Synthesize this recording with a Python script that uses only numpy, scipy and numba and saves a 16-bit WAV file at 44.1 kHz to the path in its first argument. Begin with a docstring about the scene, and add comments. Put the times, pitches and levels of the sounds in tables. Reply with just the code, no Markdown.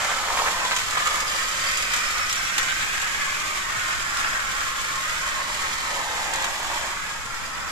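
"""A small electric model steam locomotive rounds an oval of plastic track on tiles in a bare room.
Close by at first, its wheels rattle the shell and drum the hollow bed; pickups scrape, the chassis
knocks, rail joints tick. From 1.6 to 3.6 s flanges grind in the bend and the rail's chirps climb.
A soft thud follows, and the gears whine in spells until 5.5 s. Knocks and drumming return near 6.3 s;
then the train grows fainter toward the far side."""
import sys
import numpy as np
from scipy import signal
from scipy.fft import rfft, irfft, next_fast_len
from scipy.io import wavfile
from scipy.ndimage import uniform_filter1d, map_coordinates
from numba import njit

SR = 44100
rng = np.random.default_rng(int(sys.argv[2]) if len(sys.argv) > 2 else 0)


def digitize_waveform(pressure):
    """Quantize a signal to 16-bit integers and store it at the path in sys.argv[1].

    Rows of a 2-D input are taken as channels; values are limited to [-1, 1].
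    """
    field = np.atleast_2d(pressure).T
    bounded = np.clip(field, -1, 1)
    quanta = np.round(bounded * 32767).astype(np.int16)
    wavfile.write(sys.argv[1], SR, quanta)


N = 340011
T = np.arange(N) / SR

# Spectra: (frequency [Hz], gain [dB])
RUMBLE_EQ = [(8.8, -40), (15, -0.5), (54, -4.5), (184, -10), (227, -12.5), (396, -19.5), (450, -12.5),
             (580, -35), (990, -120)]
AIR_EQ = [(15, 11.0), (40, -8.5), (120, -13.5), (1000, -59)]
THUD_EQ = [(30, -22), (70, -3), (110, 6), (200, -22), (600, -60)]
SCRAPE_EQ = [(1410, -15.5), (2400, -5.5), (2770, -6), (3120, -2), (4400, -8), (4930, -6), (5990, -7.5),
             (7280, -3.5), (9180, -16.5), (11700, -16.5), (13700, -23), (14400, -50)]
TICK_EQ = [(600, -32), (1500, -9), (3000, 1), (5000, -6.5), (7300, 2), (8800, -9.5), (14000, -18)]
KNOCK_EQ = [(300, -19), (700, -6), (1150, 0), (1700, 2), (2400, -3), (4000, -15), (9000, -38)]
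BED_EQ = [(200, -19.5), (310, -12.5), (400, -9.5), (500, -6), (635, 2), (730, -4), (930, 3.5), (1150, -4),
          (1450, -18), (2500, -40)]
SHELL_EQ = [(500, -40.5), (850, -22), (976, -14.5), (1090, -7), (1180, -5), (1280, -2), (1410, -8),
            (1530, -4), (1690, -4.5), (1920, -3), (2370, -7), (2900, -15.5), (3770, -50), (6380, -120)]
# Channel balance: (frequency [Hz], right minus left [dB])
BALANCE_EQ = [(400, 0), (1500, 0.5), (3000, 1.5), (5500, 2.5), (7200, 4), (8000, 3.5), (8700, -5.5),
              (10000, 0.5), (14000, 1)]
# Train position: (time [s], right channel lead [samples], direct gain [dB])
POSITION = [(0, 0.84, 2), (1.2, 8.6, -1.5), (3.4, 13, 0), (6.3, 7.7, 1.5), (7.71, 4, -7)]
# Echoes off tiles, skirting and train: (delay [s], relative level [dB])
ECHOES = [(.0011, -15), (.0023, -15.5), (.0037, -12.5), (.0058, -12.5)]
# Low thud: (time [s], relative level [dB])
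THUD_HITS = [(3.765, -16.5)]
# Gear whine: (start [s], end [s], relative level [dB])
WHINE_SPELLS = [(3.1, 4.6, -45.5), (4.65, 4.82, -39), (4.89, 5.07, -37.5), (5.22, 5.33, -35),
                (5.37, 5.48, -36)]
# Singing rail lengths: (start [s], end [s], first pitch [Hz], last pitch [Hz], mid level [dB])
RAIL_SPELLS = [(.2, .95, 4400, 4220, -44), (1.15, 1.55, 5000, 4700, -41.5), (1.6, 1.87, 4720, 4950, -37.5),
               (1.88, 2.12, 5020, 5200, -39.5), (2.13, 2.65, 5380, 5780, -38.5),
               (3.9, 4.35, 5060, 5060, -43), (7.3, 7.8, 5000, 5000, -46.5)]
# Body shudders, flange rasps: (start [s], end [s], centre [Hz], level [dB])
SHUDDER_BOUTS = [(0, .15, 1800, -32), (.71, .737, 1600, -29), (.95, 1.01, 1750, -30),
                 (1.382, 1.42, 1900, -35), (2.582, 2.64, 1750, -28.5), (2.67, 2.73, 1650, -30.5),
                 (2.8, 2.86, 1700, -34), (3.03, 3.085, 1620, -32), (3.19, 3.28, 1750, -35),
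                 (3.887, 3.93, 1500, -30), (4.12, 4.19, 1450, -33), (4.242, 4.29, 1480, -30),
                 (4.31, 4.43, 1550, -32), (4.55, 4.663, 1600, -35), (6.34, 6.48, 1900, -34),
                 (6.77, 6.86, 1700, -38)]
RASP_BOUTS = [(.655, .68, 3700, -31), (0.707, .735, 3900, -32), (.76, .8, 3200, -35),
              (.95, 1.14, 3200, -36), (1.28, 1.35, 3200, -35), (1.925, 1.955, 2300, -33),
              (2.28, 2.37, 3300, -35), (2.448, 2.51, 3400, -36), (2.59, 2.61, 3100, -34),
              (2.675, 2.719, 3200, -33), (2.8, 2.84, 3300, -37), (3.88, 3.96, 3300, -41),
              (5.3, 6.25, 4100, -42), (6.33, 6.47, 3700, -35.5), (6.55, 6.82, 3400, -41)]
# Rail joints: (time [s], relative level [dB])
JOINT_HITS = [(0.6499, -24), (0.7634, -18), (0.771, -20.5), (1.058, -20), (1.071, -16), (1.203, -19),
              (1.7724, -17), (1.8244, -18.5), (1.9355, -17), (1.9622, -19), (2.2972, -20), (2.3275, -17),
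              (2.5797, -12), (2.586, -19), (2.629, -20), (2.825, -24), (2.9426, -28), (3.017, -21),
              (4.1704, -21), (6.337, -18.5), (6.359, -21), (6.424, -23), (6.4428, -19)]
# Chassis knocks: (time [s], relative level [dB], track ring [Hz])
CHASSIS_HITS = [(0.116, -13, 1270), (0.303, -15.5, 900), (0.372, -15, 1000), (0.387, -11.5, 1100),
                (0.462, -10, 1150), (0.473, -11, 1150), (0.482, -9, 1100), (0.601, -14, 1150),
                (0.634, -15, 1050), (0.651, -13, 1100), (0.711, -10, 1000), (0.718, -10, 1300),
                (0.731, -14, 1400), (0.766, -14.5, 1900), (0.952, -15, 1600), (0.972, -7.5, 1270),
                (1.001, -14, 1600), (1.022, -15, 1250), (1.064, -11, 1240), (1.074, -9, 1260),
                (1.937, -11, 1500), (2.5803, -8.5, 1700), (2.587, -14, 1700), (2.629, -14, 1700),
                (3.026, -14, 1600), (3.147, -15, 1580), (4.245, -11, 1400), (6.225, -16, 900),
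                (6.335, -17, 850), (6.361, -16, 1000), (6.445, -13, 1000), (6.701, -16, 1050),
                (6.774, -17, 980)]
# Hollow stretches of bed: (start [s], end [s], level [dB])
HOLLOW_SPANS = [(-.05, 0.718, -35), (0.233, .5, -32.5), (0.89, 1.415, -40.5), (3.38, 3.6, -40),
                (5.344, 5.752, -40), (5.868, 6.53, -33.5), (6.548, 6.937, -36.5), (7.047, 7.8, -43.5)]
# Track resonance, set by how it lies: (time [s], centre [Hz], width [Hz], level re shell [dB])
TRACK_MODE = [(0, 1190, 420, -3.5), (.45, 1160, 340, 1), (.8, 1110, 300, -4.5), (1.1, 1220, 260, -2),
              (1.5, 1290, 520, -7.5), (2.3, 1390, 480, -2.5), (2.9, 1560, 620, -7), (3.05, 1580, 240, -2),
              (3.28, 1590, 220, 0), (3.5, 1240, 400, -8.5), (4.3, 1400, 460, -1), (5.1, 1390, 450, -5.5),
              (6.2, 860, 600, -9), (6.8, 1030, 600, -1), (7.05, 1260, 400, -6), (7.71, 1280, 460, -.5)]
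# Rolling, fainter with distance: (time [s], relative shell level [dB], relative scrape level [dB])
ROLLING_LEVELS = [(0, -29, -31), (.85, -31, -32), (1.1, -30, -31.8), (1.6, -30.5, -30.7), (2.6, -31, -32.5),
                  (3.65, -31.5, -33.5), (4.35, -29.5, -34), (4.8, -31.5, -33.5), (6.45, -33, -34),
                  (6.8, -32.5, -34.5), (7.15, -35, -38.5), (7.71, -34.5, -39)]

WHEEL_HZ, MOTOR_HZ, MESH_HZ = 3.14, 43.2, 1073
SOUND_M_PER_S = 343


def undb(db):
    """Decibels to gain."""
    return 10 ** (np.asarray(db) / 20)


def unit(x):
    """Scale to rms 1."""
    return x / np.sqrt(np.mean(x ** 2))


def curves(table):
    """Per-sample values of each column after time."""
    times_s, *columns = np.transpose(table)
    return [np.interp(T, times_s, column) for column in columns]


def stretch(start_s, end_s, fade_s):
    """Gate with linear fades."""
    return np.clip(np.minimum(T - start_s, end_s - T) / fade_s + .5, 0, 1)


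def walk(rate_hz):
    """Smooth random drift, rms 1."""
    hold = int(SR / rate_hz)
    steps = np.repeat(rng.standard_normal(N // hold + 1), hold)
    return unit(uniform_filter1d(uniform_filter1d(steps, hold), hold)[:N])


def colour(x, eq, size=4096):
    """Minimum-phase filter with the given spectrum."""
    hz, db = np.transpose(eq)
    bins_hz = np.maximum(np.fft.rfftfreq(size, 1 / SR), 1)
    cepstrum = irfft(np.log(undb(np.interp(np.log(bins_hz), np.log(hz), db))))
    cepstrum[1:size // 2] *= 2
    cepstrum[size // 2 + 1:] = 0
    response = np.array(irfft(np.exp(rfft(cepstrum))), ndmin=x.ndim)
    return signal.oaconvolve(x, response, axes=-1)[..., :N]


@njit
def resonance(x, hz, width_hz):
    """State-variable band-pass; centre and width move."""
    y, band_state, low_state = np.empty(len(x)), 0., 0.
    for i in range(len(x)):
        g, damping = np.tan(np.pi * hz[i] / SR), width_hz[i] / hz[i]
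        band = (band_state + g * (x[i] - low_state)) / (1 + g * (g + damping))
        band_state = 2 * band - band_state
        low_state += 2 * g * band
        y[i] = damping * band
    return y


def ring(x, hz, width_hz):
    """Two band-passes in series per channel, rms 1."""
    width_hz = np.ones(N) * width_hz
    rung = np.array([resonance(resonance(channel, hz, width_hz), hz, width_hz) for channel in x])
    return unit(rung / np.sqrt(width_hz))


def patter(rate_hz, spread_db):
    """Tiny random impacts, a few much harder than the rest."""
    hit = rng.random(N) < rate_hz / SR
    size = undb(spread_db * np.minimum(rng.exponential(size=N), 4))
    return unit(hit * size * rng.choice([-1, 1], N))


def blows(table, decay_s, chatter):
    """One contact per row, then decaying rebounds."""
    out, t = np.zeros(N + SR // 10), T[:SR // 10]
    for time_s, db in table:
        push = chatter * rng.standard_normal(len(t)) * np.exp(-t / decay_s)
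        push[0] += 1
        start = int(time_s * SR)
        out[start:start + len(t)] += undb(db) * push / np.linalg.norm(push)
    return out[:N]


def bouts(impacts, table, width_hz):
    """Impacts ring a broad resonance in gated bouts."""
    hz, = curves(sorted(((start + end) / 2, centre) for start, end, centre, _ in table))
    gain = sum(undb(db) * stretch(start, end, fade_s=.02) for start, end, _, db in table)
    return ring(impacts, hz * (1 + 0.049 * walk(35)), width_hz) * gain


def diffuse(spacing_m=0.09, bass_coherence=0.71):
    """Noise from all sides: channels alike in the bass, unrelated above."""
    size = next_fast_len(N, real=True)
    bins_hz = np.fft.rfftfreq(size, 1 / SR)
    coherence = bass_coherence * np.sinc(2 * bins_hz * spacing_m / SOUND_M_PER_S)
    mid, side = (irfft(rfft(rng.standard_normal(size)) * np.sqrt(1 + sign * coherence), size)[:N]
                 for sign in (1, -1))
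    return unit(np.array([mid + side, mid - side]))


def room(impacts, direct_db, tail_db, early_s=0.0085, t60_s=0.52, pan_db=0.14):
    """Impacts arrive on the right first; their echoes merge into decaying noise."""
    lag, near_db = curves(POSITION)
    direct_gain = undb(direct_db + near_db)
    left = map_coordinates(impacts, [np.arange(N) - lag], order=3)
    direct = direct_gain * np.array([left, impacts])
    t = T[:SR // 2]
    decay = np.exp(-2 * t / early_s) + undb(tail_db - 60 * t / t60_s) ** 2  # floor, then walls
    energy = np.abs(signal.oaconvolve(impacts ** 2, decay / decay.sum())[:N])
    heard = (direct + np.sqrt(energy) * diffuse()) / np.sqrt(1 + direct_gain ** 2)
    return heard * undb(np.array([[pan_db], [-pan_db]]) / 2)


def reflect(x, drift_s=0.000252):
    """Short echoes comb the sound; paths drift as the train moves."""
    out, power = x.copy(), 1
    for delay_s, db in ECHOES:
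        path_s = delay_s + drift_s * walk(2.2)
        for channel in range(2):
            lag = (path_s + rng.uniform(-.00015, .00015)) * SR
            out[channel] += undb(db) * map_coordinates(x[channel], [np.arange(N) - lag], order=2)
        power += undb(db) ** 2
    return out / np.sqrt(power)


def background():
    """Low room rumble and air flutter."""
    rumble = unit(colour(diffuse(), RUMBLE_EQ))
    air = unit(colour(rng.standard_normal((2, N)), AIR_EQ))
    return undb(-46.5) * rumble + undb(-42) * air


def thud():
    """One soft, low blow."""
    return undb(30.5) * colour(blows(THUD_HITS, decay_s=0.037, chatter=.1), THUD_EQ)


def gears(floor_db=-50):
    """Mesh tone flutters with load; loose teeth rattle around it."""
    spells = sum(undb(db) * stretch(start, end, fade_s=0.04) for start, end, db in WHINE_SPELLS)
    hz = MESH_HZ * (1 + 0.006 * walk(25) + 0.014 * walk(180))
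    phase = 2 * np.pi * np.cumsum(hz) / SR
    tone = np.array([np.sin(phase + 0.71 * walk(2.87)) for _ in range(2)]) * undb(4.5 * walk(60))
    teeth = ring(diffuse(), hz * 1.02, width_hz=120)
    return (undb(-2.0) * unit(tone) + undb(-3.0) * teeth) * (undb(floor_db) + spells)


def contact_force(rod_hz=8.0, heavy_side_down_s=0.0898):
    """Wheel load rocks each turn, nods with the rods, flutters with the motor shaft."""
    speed = 1 + 0.01 * walk(2.45)
    rad_per_hz = 2 * np.pi * (np.cumsum(speed) / SR - heavy_side_down_s)
    rock_db = 0.3 * np.cos(WHEEL_HZ * rad_per_hz) + 0.12 * np.cos(rod_hz * rad_per_hz)
    return unit(undb(rock_db + np.sin(MOTOR_HZ * rad_per_hz) + 0.57 * walk(60)))


def rails(force, chirp_hz=12.8, chirp_peak_s=2.15, bend_s=(1.64, 3.62), ease_db_per_s=2.5):
    """Rubbed rail sings in sagging chirps; flanges grind lower, easing through the bend."""
    rub = room(patter(2500, 2.4) * force, direct_db=0.5, tail_db=-20)
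    hz, = curves([point for start, end, first, last, _ in RAIL_SPELLS
                  for point in ((start, first), (end, last))])
    chirp_cycles = (chirp_hz * (T - chirp_peak_s) + .5) % 1 - .5
    pulse = undb(5.5 * np.cos(2 * np.pi * chirp_cycles))
    sing = ring(rub, hz * (1 - 0.04 * chirp_cycles), width_hz=220) * pulse
    sing_gain = sum(undb(db) * stretch(start, end, fade_s=0.07) for start, end, _, _, db in RAIL_SPELLS)
    grind = ring(rub, 2310 * (1 + 0.027 * walk(5.4)), width_hz=630)
    grind_gain = stretch(*bend_s, fade_s=0.13) * undb(-31.5 - ease_db_per_s * (T - bend_s[0]))
    return unit(sing) * sing_gain + grind * grind_gain


def scrape(force):
    """Treads and pickups scratch the rails; loose rods add sparse clicks."""
    grit = patter(4000, 2.8) * undb(0.87 * walk(90))
    clicks = undb(-8.5) * patter(45, 2.4)
    return unit(colour(room((grit + clicks) * force, direct_db=-6.5, tail_db=-10), SCRAPE_EQ))


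def clatter(force):
    """Loose body shudders on uneven track; flanges catch the rail and rasp."""
    rattle = room(patter(700, 2.6) * force, direct_db=-4, tail_db=-13)
    grit = room(patter(900, 2.0) * force, direct_db=-1, tail_db=-12)
    return bouts(rattle, SHUDDER_BOUTS, width_hz=840) + bouts(grit, RASP_BOUTS, width_hz=1500)


def joint_ticks():
    """Wheels strike rail joints."""
    contacts = blows(JOINT_HITS, decay_s=0.0024, chatter=0.33)
    return undb(26) * colour(room(contacts, direct_db=-2.5, tail_db=-16, early_s=0.007), TICK_EQ)


def chassis_knocks(ring_width_hz=220.):
    """Chassis drops onto the rails: shell clacks, track piece rings."""
    contacts = blows([(time_s, db) for time_s, db, _ in CHASSIS_HITS], decay_s=0.005, chatter=.18)
    hits = room(contacts, direct_db=2, tail_db=-13, early_s=0.007)
    hz, = curves([(time_s, centre) for time_s, _, centre in CHASSIS_HITS])
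    track = np.array([resonance(channel, hz, np.full(N, ring_width_hz)) for channel in hits])
    return undb(22) * colour(hits, KNOCK_EQ) + undb(25) * track


def bed(force, rolling_db, throb_hz=9.65):
    """Track bed drums on the tiles, louder over hollow stretches."""
    drum = unit(colour(room(patter(2500, 1.6) * force, direct_db=2, tail_db=-15), BED_EQ))
    firm_power = undb(rolling_db - 11.5) ** 2
    hollow_power = sum((undb(db) * stretch(start, end, fade_s=0.11)) ** 2
                       for start, end, db in HOLLOW_SPANS)
    throb = undb(0.5 * np.cos(2 * np.pi * throb_hz * T))
    return drum * np.sqrt(firm_power + hollow_power) * throb


def shell(force):
    """Wheels and gear teeth rattle the plastic body and ring the track piece below."""
    hz, width_hz, track_db = curves(TRACK_MODE)
    body = colour(room(patter(1800, 2.8) * force, direct_db=-8, tail_db=-10), SHELL_EQ)
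    track_hits = room(patter(1500, 2.2) * force, direct_db=-2, tail_db=-17)
    track = ring(track_hits, hz * (1 + 0.022 * walk(13)), width_hz)
    return (unit(body) + undb(track_db) * track) / np.sqrt(1 + undb(track_db) ** 2)


def scene():
    """Locomotive, track and room, in stereo."""
    shell_db, scrape_db = curves(ROLLING_LEVELS)
    force = contact_force()
    jolts = force * undb(0.57 * walk(16))  # uneven track
    body = shell(jolts) * undb(shell_db + 3.0) + bed(jolts, shell_db)
    wheels = scrape(force) * undb(scrape_db + 2.5) + rails(force)
    strikes = joint_ticks() + chassis_knocks()
    low_thud = thud()
    return reflect(body + wheels + clatter(force) + strikes) + gears() + low_thud + background()


def record(dry, cutoff_hz=14450):
    """Opposite EQ per channel, then a steep low-pass."""
    channels = [colour(x, [(hz, sign * db / 2) for hz, db in BALANCE_EQ])
                for x, sign in zip(dry, (-1, 1))]
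    return signal.sosfilt(signal.ellip(10, .2, 80, cutoff_hz, fs=SR, output="sos"), channels)


dry = scene()
out = record(dry)
digitize_waveform(out)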